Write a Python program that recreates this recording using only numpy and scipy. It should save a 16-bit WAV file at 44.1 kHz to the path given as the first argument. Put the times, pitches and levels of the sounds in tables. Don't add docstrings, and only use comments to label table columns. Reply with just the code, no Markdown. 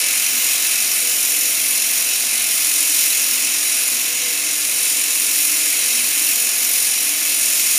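import sys
import numpy as np
from scipy import signal
from scipy.io import wavfile
from scipy.ndimage import uniform_filter1d

SR = 44100
rng = np.random.default_rng(int(sys.argv[2]) if len(sys.argv) > 2 else 0)


def natural_amplitude(level_db):
    exponent = np.asarray(level_db, float) / 20
    return 10 ** exponent


def transcribe(signal):
    frames = np.atleast_2d(signal).T
    limited = np.clip(frames, -1, 1)
    pcm = np.round(limited * 32767).astype(np.int16)
    wavfile.write(sys.argv[1], SR, pcm)


N = 343092

# [t/s, level/dB]
PRESSURE = [(0.0, -17), (0.02, -19.5), (0.76, -18.5), (2.38, -19), (3.01, -16), (3.14, -18), (3.83, -19),
            (4.44, -20.5), (4.92, -19), (5.05, -19.5), (5.41, -17.5), (6.07, -18.5), (6.3, -18),
            (6.46, -20), (6.65, -18), (7.15, -19.5), (7.43, -17), (7.78, -15.5)]
PRESSURE_SHARE = [0.11, 0.88, 1.35]
ZONES_HZ = [2600, 8000, 13500]
# [t/s, level/dB]
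HAND_SHADE = [
    (0, 2.5),
    (.2, 2),
    (1.1, -0.5),
    (3.2, 0.2),
    (3.75, 0),
    (4.9, -0.8),
    (5.9, .5),
    (6.6, -0.7),
    (7.78, -0.2),
]
# [t/s, length/s, level/dB]
CHOKES = [(1.7, .08, 2), (2.3, .3, -0.5), (2.9, .15, -2), (3.5, 0.072, -1.5), (3.82, .1, 1),
          (4.2, 0.087, -2.5), (4.5, .07, -2), (5.35, .15, 1.2), (6.27, .08, 1.5), (6.78, .08, 1),
          (6.95, .12, -1), (7.6, .2, -1.2)]
# [f/Hz, density/(dB per Hz)]
HISS_COLOUR = [(700, -26), (900, -27), (1500, -13), (1900, -12.5), (2300, -8), (3300, -9), (4600, -8),
               (5600, -3), (7000, -6), (8200, -9), (10000, -3.5), (12300, -5.5), (14000, -5), (16000, -14)]
# [f/Hz, chopped share/0-1, crispness/0-1]
CHOPPED = [(900, .18, .5), (2500, .24, .7), (4200, .4, .3), (6500, .42, .3), (10000, .56, .5),
           (14000, .56, .95)]
BLADES_DB = [1, -2, -4, -3, -3, 2, 3.5, .5]
# [f/Hz, width/Hz, lift/dB]
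HOUSING = [(1405, 19, -2.5), (1735, 57, 3.5), (2063, 176, 4), (2555, 537, 8), (3935, 210, 4.5),
           (4260, 170, 2.5), (5800, 99, 4), (5550, 350, 2.5), (6790, 180, 2.5), (7020, 460, 6.5),
           (9040, 800, 7.5), (10490, 400, 6.5), (997, 80, 9), (11370, 160, 1.5)]
BLADE_LEAD = .06
JET_DB, DRONE_DB = -17.5, -44
SIZZLE_WAVER_DB = .4
TOP_PATCHY_DB = 0.7

# [t/ms, gain]
DULL_ECHOES = [(2.31, 0.07), (3.2, -0.07), (5.08, -0.06), (5.37, 0.06), (5.69, 0.15), (7.05, 0.06),
               (7.32, 0.05), (8.93, 0.05), (9.34, 0.06), (10.7, -0.05), (11.02, -0.07), (11.52, 0.05)]
# [t/ms, gain]
BRIGHT_ECHOES = [(2.7, 0.03), (3.15, -0.03), (4.78, 0.03), (4.99, -0.03), (5.19, 0.03), (5.42, 0.03),
                 (5.62, 0.06), (5.71, -0.03), (5.78, -0.03), (6.01, -0.03), (6.85, 0.04), (6.92, -0.03),
                 (7.23, 0.03), (9.25, 0.03)]
SPLIT_HZ = 4600
ROOM_T60_S, ROOM_DB, ROOM_CUT_HZ = .16, -12.5, 4300

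# [t/s, turns per s]
SPEED = [(0.0, 43.8), (0.08, 44.4), (0.89, 44.8), (1.58, 43.6), (2.27, 45.5), (2.73, 43.8), (3.01, 43.5),
         (3.92, 44.2), (3.99, 44.8), (4.53, 43.7), (5.68, 43.6), (5.79, 44.3), (6.35, 44.4), (6.54, 45.0),
         (6.98, 44.8), (7.26, 43.8), (7.69, 43.4), (7.78, 43.8)]
# [multiple of speed, rms level/dB]
HUM = [(2, -71.0), (3, -64.6), (5, -59.9), (7, -55.3), (8, -57.0), (10, -69.2), (11, -55.4), (13, -61.2),
       (14, -63.0), (15, -54.0), (16, -54.1), (17, -59.0), (18, -60.9), (21, -64.5), (24, -56.1),
       (25, -59.0), (28, -60.0), (29, -59.6), (32, -55.4)]
EXCITES = {7: 1, 11: 2}
PAIR_TONES = (16, 24)
PAIR_DB_PER_HZ = 2.5

# [f/Hz, density/(dB per Hz)]
DRONE_COLOUR = [(25, -33), (45, -29), (80, -18), (195, -15.5), (240, -11), (330, -6.5), (455, -10.5),
                (600, -6.5), (850, -17), (1300, -10.5)]
# [f/Hz, width/Hz, level/dB]
BASE_MODES = [
    (245.5, 6.3, 4),
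    (293.6, 17, -3.5),
    (484, 6.1, -4.5),
]
REST_DB = [-57, -50.5, -56]
DETUNE_DB_PER_HZ = [1, -3, -1.5]
# [t/s, length/s, level from rest/dB]
LOW_SWELLS = [
    (.37, 0.071, 9),
    (1.71, .1, 5),
    (2.27, .15, 4),
    (2.86, .12, -11),
    (3.38, 0.13, 7.5),
    (3.96, .08, 7),
    (5.07, 0.14, 7),
    (6.0, .1, 9.5),
]
# [t/s, length/s, level from rest/dB]
MIDDLE_SWELLS = [(.4, .1, 6), (1.4, 0.17, 5.5), (2.05, 0.13, -9), (2.86, 0.2, 5), (3.55, 0.084, 7),
                 (4.4, .2, 5.5), (5.5, .25, 6.5), (6.2, .1, 9.5), (6.5, .06, -12), (6.65, .1, 6),
                 (7.11, .15, 9.5)]
# [t/s, length/s, level from rest/dB]
HIGH_SWELLS = [(.45, .1, 8), (1.06, 0.071, 14), (1.38, .1, 13), (1.71, 0.055, 4), (2.1, .1, 7),
               (2.95, .1, -9), (4.22, 0.23, 10.5), (4.9, .3, 5), (5.87, .08, 12), (6.4, 0.067, 7),
               (6.8, 0.32, 5)]

# [f/Hz, width/Hz, lift/dB]
PORT = [(14000, 710, 4)]
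CUTOFF_HZ = 15490


def rms_one(x):
    return x / np.sqrt(np.mean(x ** 2) + 1e-20)


def in_time(rows):
    s, *columns = np.transpose(rows)
    return [np.interp(np.arange(N) / SR, s, c) for c in columns]


def at_hz(points, hz, column=1):
    table = np.array(points)
    return np.interp(np.log(hz), np.log(table[:, 0]), table[:, column])


def swells(rows):
    t = np.arange(0, N + 64, 64) / SR
    bumps = sum(db * np.exp(-((t - s) / length) ** 2) for s, length, db in rows)
    return np.interp(np.arange(N) / SR, t, bumps)


def drift(*rates_and_spreads):
    hop, settle = 40, 2000
    slow = 0
    for rate, spread in rates_and_spreads:
        r = np.exp(-2 * np.pi * hop * rate / SR)
        noise = rng.standard_normal(N // hop + settle + 2)
        smooth = signal.lfilter([1], [1, -2 * r, r * r], noise)[settle:]
        slow = slow + spread * rms_one(smooth)
    return np.interp(np.arange(N) / hop, np.arange(len(slow)), slow)


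def band(x, low_hz, high_hz):
    return signal.sosfilt(signal.butter(2, [low_hz, high_hz], "band", fs=SR, output="sos"), x)


def ring(x, hz, width):
    r = np.exp(-np.pi * width / SR)
    poles = [1, -2 * r * np.cos(2 * np.pi * hz / SR), r * r]
    return signal.lfilter([(1 - r * r) / 2, 0, (r * r - 1) / 2], poles, x)


def lift(x, modes):
    for hz, width, lift_db in modes:
        x = x + (natural_amplitude(lift_db) - 1) * ring(x, hz, width)
    return x


def strikes(turns, fade, spread_db):
    place = 8 * turns - BLADE_LEAD
    blade = np.floor(place).astype(int) + 1
    part = place % 1
    uneven_db = spread_db * rng.standard_normal(4000)[blade]
    force_db = np.array(BLADES_DB)[(blade - 1) % 8] + uneven_db
    return rms_one(natural_amplitude(force_db) * part * np.exp(-part / fade))


def hiss_swells_db():
    pressure_db, = in_time(PRESSURE)
    swells_db = np.outer(PRESSURE_SHARE, pressure_db - pressure_db.mean())
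    swells_db[0] += in_time(HAND_SHADE)[0]
    swells_db[2] += swells(CHOKES) + drift((4, SIZZLE_WAVER_DB))
    return swells_db


def jet(turns):
    swells_db = hiss_swells_db()
    white = rng.standard_normal((4, N))
    droplets = rms_one(natural_amplitude(1.6 * np.minimum(rng.exponential(1, N), 5)))
    crisp = strikes(turns, fade=.24, spread_db=1.5)
    blurred = rms_one(uniform_filter1d(crisp, size=125))
    gust_db = drift((12.0, .25))
    out = 0
    edges = np.geomspace(650, 17500, 26)
    for k, (low, high) in enumerate(zip(edges, edges[1:])):
        hz = np.sqrt(low * high)
        share, crispness = np.clip([at_hz(CHOPPED, hz), at_hz(CHOPPED, hz, column=2)], 0, 1)
        spatter = np.roll(droplets, 999 * (k // 3))
        chop = spatter * (crispness * crisp + (1 - crispness) * blurred)
        free_jet = np.sqrt(1 - share) * white[k % 2]
        chopped_jet = np.sqrt(share) * chop * white[2 + k % 2]
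        zone = np.interp(np.log(hz), np.log(ZONES_HZ), [0, 1, 2])
        swell_db = sum(max(0, 1 - abs(zone - z)) * s for z, s in enumerate(swells_db))
        patchy_db = 0.43 + TOP_PATCHY_DB * max(0, zone - 1)
        flicker_db = gust_db + drift((2.2, patchy_db), (15, .45))
        level = natural_amplitude(at_hz(HISS_COLOUR, hz) + swell_db + flicker_db)
        out = out + level * band(free_jet + chopped_jet, low, high)
    return natural_amplitude(JET_DB) * rms_one(lift(out, HOUSING))


def echoes(x, table, strength):
    taps = np.zeros(SR // 50)
    taps[0] = 1
    for ms, gain in table:
        taps[round(ms * SR / 1000)] += strength * gain
    return signal.fftconvolve(x, taps)[:N]


def near_surfaces(hiss):
    dull = signal.sosfiltfilt(signal.butter(4, SPLIT_HZ, fs=SR, output="sos"), hiss)
    bright = hiss - dull
    return echoes(dull, DULL_ECHOES, strength=1.46) + echoes(bright, BRIGHT_ECHOES, strength=0.72)


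def room(x):
    t = np.arange(SR // 4) / SR
    tail = rng.standard_normal(len(t)) * natural_amplitude(-60 * t / ROOM_T60_S) * (t > .004)
    tail = band(tail, ROOM_CUT_HZ, 15400)
    return signal.fftconvolve(x, natural_amplitude(ROOM_DB) * tail / np.sqrt(np.sum(tail ** 2)))[:N]


def ringing_db(speed):
    rest_db = np.array(REST_DB)[:, None] + np.outer(DETUNE_DB_PER_HZ, speed - speed.mean())
    return rest_db + [swells(rows) for rows in (LOW_SWELLS, MIDDLE_SWELLS, HIGH_SWELLS)]


def shaft(turns, speed, modes_db):
    out = 0
    for multiple, level_db in HUM:
        phase = 2 * np.pi * (multiple * turns + rng.random()) + drift((3, .25))
        swell_db = drift((2, 2.))
        if multiple in EXCITES:
            mode_db = modes_db[EXCITES[multiple]]
            swell_db = mode_db - mode_db.mean()
        if multiple in PAIR_TONES:
            swell_db = 0.49 * swell_db + PAIR_DB_PER_HZ * (speed - speed.mean())
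        out = out + np.sqrt(2) * natural_amplitude(level_db + swell_db) * np.sin(phase)
    return out


def base(modes_db):
    white = rng.standard_normal((5, N))
    rumble = 0
    edges = np.geomspace(20, 1500, 16)
    for k, (low, high) in enumerate(zip(edges, edges[1:])):
        level_db = at_hz(DRONE_COLOUR, np.sqrt(low * high)) + drift((2.5, .8))
        rumble = rumble + natural_amplitude(level_db) * band(white[k % 2], low, high)
    out = natural_amplitude(DRONE_DB) * rms_one(rumble)
    for noise, level_db, (hz, width, mode_db) in zip(white[2:], modes_db, BASE_MODES):
        tone = ring(ring(noise, hz, width), hz, width)
        power = uniform_filter1d(tone ** 2, size=6000)
        evened = tone / np.sqrt(power + .2 * np.mean(tone ** 2))
        out = out + natural_amplitude(level_db + mode_db) * evened
    return out


def scene():
    speed, = in_time(SPEED)
    turns = np.cumsum(speed) / SR
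    modes_db = ringing_db(speed)
    hiss = jet(turns)
    hum = natural_amplitude(1.1) * shaft(turns, speed, modes_db)
    return (near_surfaces(hiss) + room(hiss) + hum + base(modes_db))[None]


def band_limit(x):
    return signal.sosfilt(signal.butter(12, 16080, fs=SR, output="sos"), x)


def record(dry):
    rounded = 1.4 * np.tanh(lift(dry, PORT) / 1.4)
    bass_cut = signal.butter(2, 60, "high", fs=SR, output="sos")
    top_cut = signal.ellip(14, .5, 90, CUTOFF_HZ, fs=SR, output="sos")
    mix = signal.sosfilt(np.vstack([bass_cut, top_cut]), rounded)
    return band_limit(mix)


dry = scene()
out = record(dry)
transcribe(out)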